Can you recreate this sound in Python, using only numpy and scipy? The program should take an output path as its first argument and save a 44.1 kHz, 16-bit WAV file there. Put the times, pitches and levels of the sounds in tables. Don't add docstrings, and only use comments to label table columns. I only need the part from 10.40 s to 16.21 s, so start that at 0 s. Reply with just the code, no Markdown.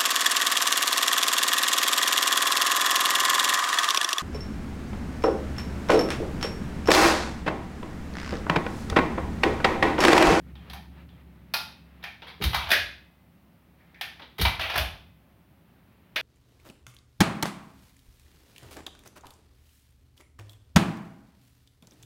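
import sys
import numpy as np
from scipy import signal
from scipy.fft import rfft, irfft, next_fast_len
from scipy.io import wavfile
from scipy.ndimage import map_coordinates

SR = 44100
rng = np.random.default_rng(int(sys.argv[2]) if len(sys.argv) > 2 else 0)


def persist_wave(psi):
    counts = np.round(np.clip(psi, -1, 1) * 32767).astype(np.int16)
    wavfile.write(sys.argv[1], SR, np.atleast_2d(counts).T)


N = 256342

# start_s, level_db, pitch_hz, heft_db, snap_db
HAMMER_HITS = [(1.138, -26.5, 4250, 0.5, 0)]
FRAME_HITS = [(0.153, -61, 3200, 1, -15), (0.298, -50, 3800, -2, -4), (0.333, -47, 900, -1.5, -2),
              (0.689, -71, 3320, 5, -7), (1.627, -55, 3600, 4.5, -12), (1.638, -40.5, 2340, -5, -12),
              (3.406, -77, 2030, -3.5, -10), (3.544, -60, 2100, -11.5, -17), (3.611, -36, 3080, -8.5, -6.5)]
POUCH_HITS = [(1.82, -43.5, 2950, 3, -21.5), (1.881, -45.5, 4300, -3, -21.5),
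              (3.795, -48, 2020, 5.5, -16.5), (3.818, -45.5, 3470, -1.5, -25)]
DROP_HITS = [(2.012, -39.5, 1203, 0.5, -12), (2.021, -31.5, 2640, -2.5, -5.5), (2.037, -27.5, 3583, -2, 0),
             (2.132, -32, 3200, 6, -11.5), (2.144, -24.5, 1184, 4, -6), (3.982, -39.5, 2020, 5.5, -1.5),
             (3.996, -34, 3060, -11.5, -5), (4.013, -26.5, 3800, -3, 3), (4.05, -22, 2500, 5, -11)]
SEATING_HITS = [(2.27, -36.5, 1100, 1.5, -22), (2.29, -35, 1580, 2.5, -4.5), (2.303, -24, 3490, -8, -4),
                (2.315, -13.5, 1900, -12.5, -8.5), (2.332, -17.5, 1750, -11, -12),
                (2.375, -40, 1918, -3.5, -19), (4.194, -28, 3120, 2.5, -15), (4.21, -29.5, 2720, -30, -8),
                (4.298, -28.5, 2670, -0.5, -13), (4.339, -31, 950, 3, -13), (4.356, -25, 1710, 6, -7),
                (4.376, -22, 2900, -4, -2), (5.759, -21, 2300, -8, -13.5)]
# start_s, level_db
THUMP_HITS = [(2.003, -20.5), (2.124, -35.5), (2.369, -41.5), (3.99, -20.5), (4.353, -32), (4.386, -32.5)]
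# start_s, length_s, level_db
SCRAPE_STROKES = [(1.862, 0.018, -31), (2.15, .16, -32), (4.187, .205, -27.5)]
ARM_STROKES = [(0, 0.12, -64.5), (.19, 0.18, -57), (.5, 0.14, -59.5), (.7, 0.99, -66.5), (3.36, .55, -67.5),
               (5.26, 0.7, -72.5)]
# pitch_hz, width_hz, gain_db
SLIDE_MODES = [(875, 15, 0), (1400, 19, -1), (1712, 32, -12), (2494, 72, -1), (3120, 81, -6.5),
               (3680, 240, -8.5), (4200, 95, -8.5), (4850, 230, -10.5), (5480, 370, -10)]
FRAME_MODES = [(780, 120, -0.5), (1798, 66, 1), (2370, 115, -2.5), (3170, 23, -2), (3443, 52, -8.5),
               (4470, 41, -25)]
MAGAZINE_MODES = [(921, 47, -7.5), (2020, 42, 0), (2330, 25, 3), (3210, 220, -5), (3800, 210, -4),
                  (4040, 41, -4.5), (4330, 39, -7), (4380, 47, -10)]
GRIP_MODES = [(664, 100, -2), (1680, 77, -7), (2135, 16, -8.5), (2484, 46, -2.5), (2760, 49, -11),
              (2984, 78, -8.5), (3550, 64, -6), (3420, 78, -7.5), (4700, 65, -20)]
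# frequency_hz, gain_db
STEEL_EQ = [(60, -26.5), (200, 2.5), (450, 7.5), (750, 8), (1500, 7.5), (3000, 3.5), (4800, 3), (6000, -3),
            (7500, -15), (10000, -3.5), (13000, 0), (16000, -6)]
BOOM_EQ = [(25, -36), (45, -5), (68, -5), (85, 3), (110, -7.5), (170, -11.5), (260, -23), (500, -26.5),
           (1200, -74.5)]
AIR_EQ = [(15, -50), (25, -0.5), (38, -18.5), (70, -1.5), (137, -4), (166, -0.5), (195, -3.5), (416, -15.5),
          (463, -20.5), (545, -15), (1650, -24), (1940, -24), (2760, -26.5), (7110, -42), (16000, -31.5)]
PAT_EQ = [(100, -12.5), (220, -6), (420, 7.5), (700, -20), (2000, -47)]
SCRAPE_EQ = [(100, -31.5), (450, -8), (850, 3.5), (1500, 0), (3200, 3), (5000, -12.5), (7700, -33),
             (12000, -22), (16000, -23.5)]
CLOTH_EQ = [(100, -20), (400, 3), (900, 1.5), (2100, 0), (4000, -10), (7000, -34), (16000, -30)]
BODY_EQ = [(35, -31), (65, 9), (110, -7), (300, -28), (1000, -85)]
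MURK_EQ = [(30, -56.5), (60, -8), (150, -1), (230, -6.5), (400, -19), (1000, -51.5)]
# frequency_hz, t60_s
WALL_DECAY = [(100, .55), (500, .42), (1500, 0.41), (3500, 0.45), (6000, 0.4), (11000, 0.36), (16000, 0.26)]
# pitch_hz, gain_db
HUM_TONES = [(68, 3), (172, -1)]

CRACK_S, RATTLE_S = 0.0065, 0.013
FOCUS_DB, FOCUS_OCTAVES = 5, 0.36
LIGHT_BELOW_DB, LIGHT_DB_PER_DB = -44, 0.33


def hammer():
    return steel_hits(HAMMER_HITS, SLIDE_MODES, gain_db=27.5, knock_db=-12.5, ring_db=13, direct_db=-2,
                      rise_s=0.0011, clatter_s=CRACK_S, spring_hz=2620, spring_db=-27, spring_t60=0.97)


def frame_clicks():
    return steel_hits(FRAME_HITS, FRAME_MODES, gain_db=32.5, knock_db=-14.5, ring_db=10, direct_db=-3.5,
                      rise_s=0.0006, clatter_s=CRACK_S, spring_hz=2420, spring_db=-20, spring_t60=0.6)


def pouch_tugs():
    return steel_hits(POUCH_HITS, MAGAZINE_MODES, gain_db=28, knock_db=0.5, ring_db=4, direct_db=-6,
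                      rise_s=0.00055, clatter_s=RATTLE_S, spring_hz=2040, spring_db=-36, spring_t60=1.4)


def magazine_drops():
    return steel_hits(DROP_HITS, MAGAZINE_MODES, gain_db=27, knock_db=-15.5, ring_db=9.5, direct_db=-1.5,
                      rise_s=0.00062, clatter_s=RATTLE_S, spring_hz=2040, spring_db=-25, spring_t60=1.5)


def magazine_seating():
    return steel_hits(SEATING_HITS, GRIP_MODES, gain_db=25, knock_db=-11.5, ring_db=11, direct_db=-2,
                      rise_s=0.001682, clatter_s=CRACK_S, spring_hz=2540, spring_db=-30.5, spring_t60=0.8)


def steel_hits(hits, modes, gain_db, knock_db, ring_db, direct_db, rise_s, clatter_s,
               spring_hz, spring_db, spring_t60):
    track, t = np.zeros(N), np.arange(SR) / SR
    shared_tail = wall_reverb()
    for start_s, db, pitch_hz, heft_db, snap_db in hits:
        def colour(hz):
            strike = strike_db(hz, db, pitch_hz, heft_db, snap_db, knock_db)
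            return minimum_phase(curve(STEEL_EQ, hz) + strike + resonance_db(modes, hz, ring_db))
        tail = 0.8 * shared_tail + 0.6 * wall_reverb()
        burst = impact(tail, direct_db, rise_s, clatter_s)
        add(track, start_s, amp(db + gain_db) * filtered(burst, colour))
        spring = amp(db + spring_db - 60 * t / spring_t60) * np.sin(2 * np.pi * spring_hz * t)
        add(track, start_s, spring)
    return track


def strike_db(hz, level_db, pitch_hz, heft_db, snap_db, knock_db):
    weight = [(470, knock_db), (720, heft_db), (1100, heft_db), (1600, 0), (3800, 0), (10000, snap_db)]
    lift_db = FOCUS_DB + LIGHT_DB_PER_DB * max(LIGHT_BELOW_DB - level_db, 0)
    bell = np.exp(-(np.log2((hz + 1) / pitch_hz) / FOCUS_OCTAVES) ** 2)
    return curve(weight, hz) + lift_db * bell


def resonance_db(modes, hz, ring_db):
    peaks = sum(amp(db + ring_db) ** 2 / (1 + ((hz - centre) / (width / 2)) ** 2)
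                for centre, width, db in modes)
    return 10 * np.log10(1 + peaks)


def impact(tail, direct_db, rise_s, clatter_s):
    t = np.arange(len(tail)) / SR
    attack = 1 - np.exp(-t / rise_s)
    grit = amp(4 * map_coordinates(rng.standard_normal(len(t)), [t * 2000], order=1))
    clatter = rng.standard_normal(len(t)) * grit * np.exp(-t / clatter_s) * attack
    return tail * attack + amp(direct_db) * clatter / np.linalg.norm(clatter)


def thumps(bounce_hz, swell_s, boom_db, boom_rise_s, boom_t60, room_hz, room_db, room_t60,
           pat_db, pat_t60):
    track, t = np.zeros(N), np.arange(SR * 3 // 2) / SR
    for start_s, db in THUMP_HITS:
        swing = np.sin(2 * np.pi * bounce_hz * t) * (t / swell_s * np.exp(1 - t / swell_s)) ** 5
        boom = noise(BOOM_EQ, len(t)) * amp(boom_db - 60 * t / boom_t60) * (1 - np.exp(-t / boom_rise_s))
        mode_envelope = amp(room_db - 60 * t / room_t60) * (1 - np.exp(-t / swell_s))
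        room_mode = np.sin(2 * np.pi * room_hz * t) * mode_envelope
        pat = noise(PAT_EQ, len(t)) * amp(pat_db - 60 * t / pat_t60)
        add(track, start_s, amp(db) * (swing + boom + room_mode + pat))
    return track


def scrapes(gain_db, grain_db):
    grain = unit(rng.standard_normal(N) * amp(grain_db * wobble(300)))
    slips = grain * amp(gain_db) * strokes(SCRAPE_STROKES, attack_s=0.0091, release_s=0.0051)
    colour = lambda hz: minimum_phase(curve(SCRAPE_EQ, hz) + resonance_db(MAGAZINE_MODES, hz, ring_db=-1))
    room = impact(wall_reverb(), direct_db=-15.5, rise_s=0.00026, clatter_s=0.0012)
    return signal.fftconvolve(filtered(slips, colour), room)[:N]


def shirt(rumble_db):
    effort = strokes(ARM_STROKES, attack_s=0.037, release_s=0.035)
    rumble = amp(rumble_db) * noise(BODY_EQ, N)
    folds = amp(2.5 * wobble(25))
    return effort * (noise(CLOTH_EQ, N) * folds + rumble)


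def wall_reverb():
    hz, frame_s, spectrum = signal.stft(rng.standard_normal(SR * 3 // 4), SR, nperseg=256)
    decay = amp(-60 * frame_s / curve(WALL_DECAY, hz)[:, None])
    tail = signal.istft(spectrum * decay, SR, nperseg=256)[1]
    return tail / np.linalg.norm(tail)


def hum(start_db, fade_db_per_s, rest_db, murk_db):
    tones = 0
    for hz, db in HUM_TONES:
        waver = amp(db + 2 * wobble(8))
        pitch_hz = hz + 1.5 * wobble(9)
        tones += waver * np.sin(2 * np.pi * np.cumsum(pitch_hz) / SR)
    fader = np.hypot(amp(start_db - fade_db_per_s * np.arange(N) / SR), amp(rest_db))
    return fader * (tones + amp(murk_db) * noise(MURK_EQ, N))


def room_tone(level_db):
    return amp(level_db) * noise(AIR_EQ, N)


def strokes(rows, attack_s, release_s):
    t = np.arange(N) / SR
    return sum(amp(db) * np.clip((t - start_s) / attack_s, 0, 1)
               * np.exp(-np.maximum(t - start_s - length_s, 0) / release_s)
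               for start_s, length_s, db in rows)


def amp(db):
    return 10 ** (np.asarray(db) / 20)


def unit(x):
    return x / np.sqrt(np.mean(x ** 2) + 1e-20)


def curve(points, hz):
    point_hz, values = np.transpose(points)
    return np.interp(np.log(hz + 1), np.log(point_hz + 1), values)


def wobble(rate):
    return map_coordinates(rng.standard_normal(int(N * rate / SR) + 4), [np.arange(N) * rate / SR])


def filtered(x, response):
    size = 2 * next_fast_len(len(x) // 2 + 4096)
    return irfft(rfft(x, size) * response(np.fft.rfftfreq(size, 1 / SR)), size)[:len(x)]


def minimum_phase(db):
    cepstrum = irfft(np.log(amp(db)))
    half = len(cepstrum) // 2
    return np.exp(rfft(np.r_[cepstrum[0], 2 * cepstrum[1:half], np.zeros(half)]))


def noise(eq, size):
    return unit(filtered(rng.standard_normal(size), lambda hz: amp(curve(eq, hz))))


def add(track, start_s, sound):
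    part = track[max(round(start_s * SR), 0):]
    part[:len(sound)] += sound[:len(part)]


def scene():
    steel = hammer() + frame_clicks() + pouch_tugs() + magazine_drops() + magazine_seating()
    bass = thumps(bounce_hz=64.46, swell_s=0.055, boom_db=-2.5, boom_rise_s=0.012, boom_t60=0.63,
                  room_hz=67, room_db=-15, room_t60=1.7, pat_db=-13, pat_t60=0.151)
    handling = scrapes(gain_db=-1.5, grain_db=6) + shirt(rumble_db=2.5)
    bed = hum(start_db=-48, fade_db_per_s=7, rest_db=-76, murk_db=-0.5) + room_tone(level_db=-59)
    return (steel + bass + handling + bed)[None]


def record(dry):
    low_cut_hz, ceiling, top_hz = 40, 0.46, 16150
    thinned = signal.sosfilt(signal.butter(4, low_cut_hz, "highpass", fs=SR, output="sos"), dry[0])
    rounded = thinned / (1 + np.abs(thinned / ceiling) ** 6) ** (1 / 6)
    return filtered(rounded, lambda hz: 1 / np.sqrt(1 + (hz / top_hz) ** 160))[None]


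dry = scene()
out = record(dry)
persist_wave(out)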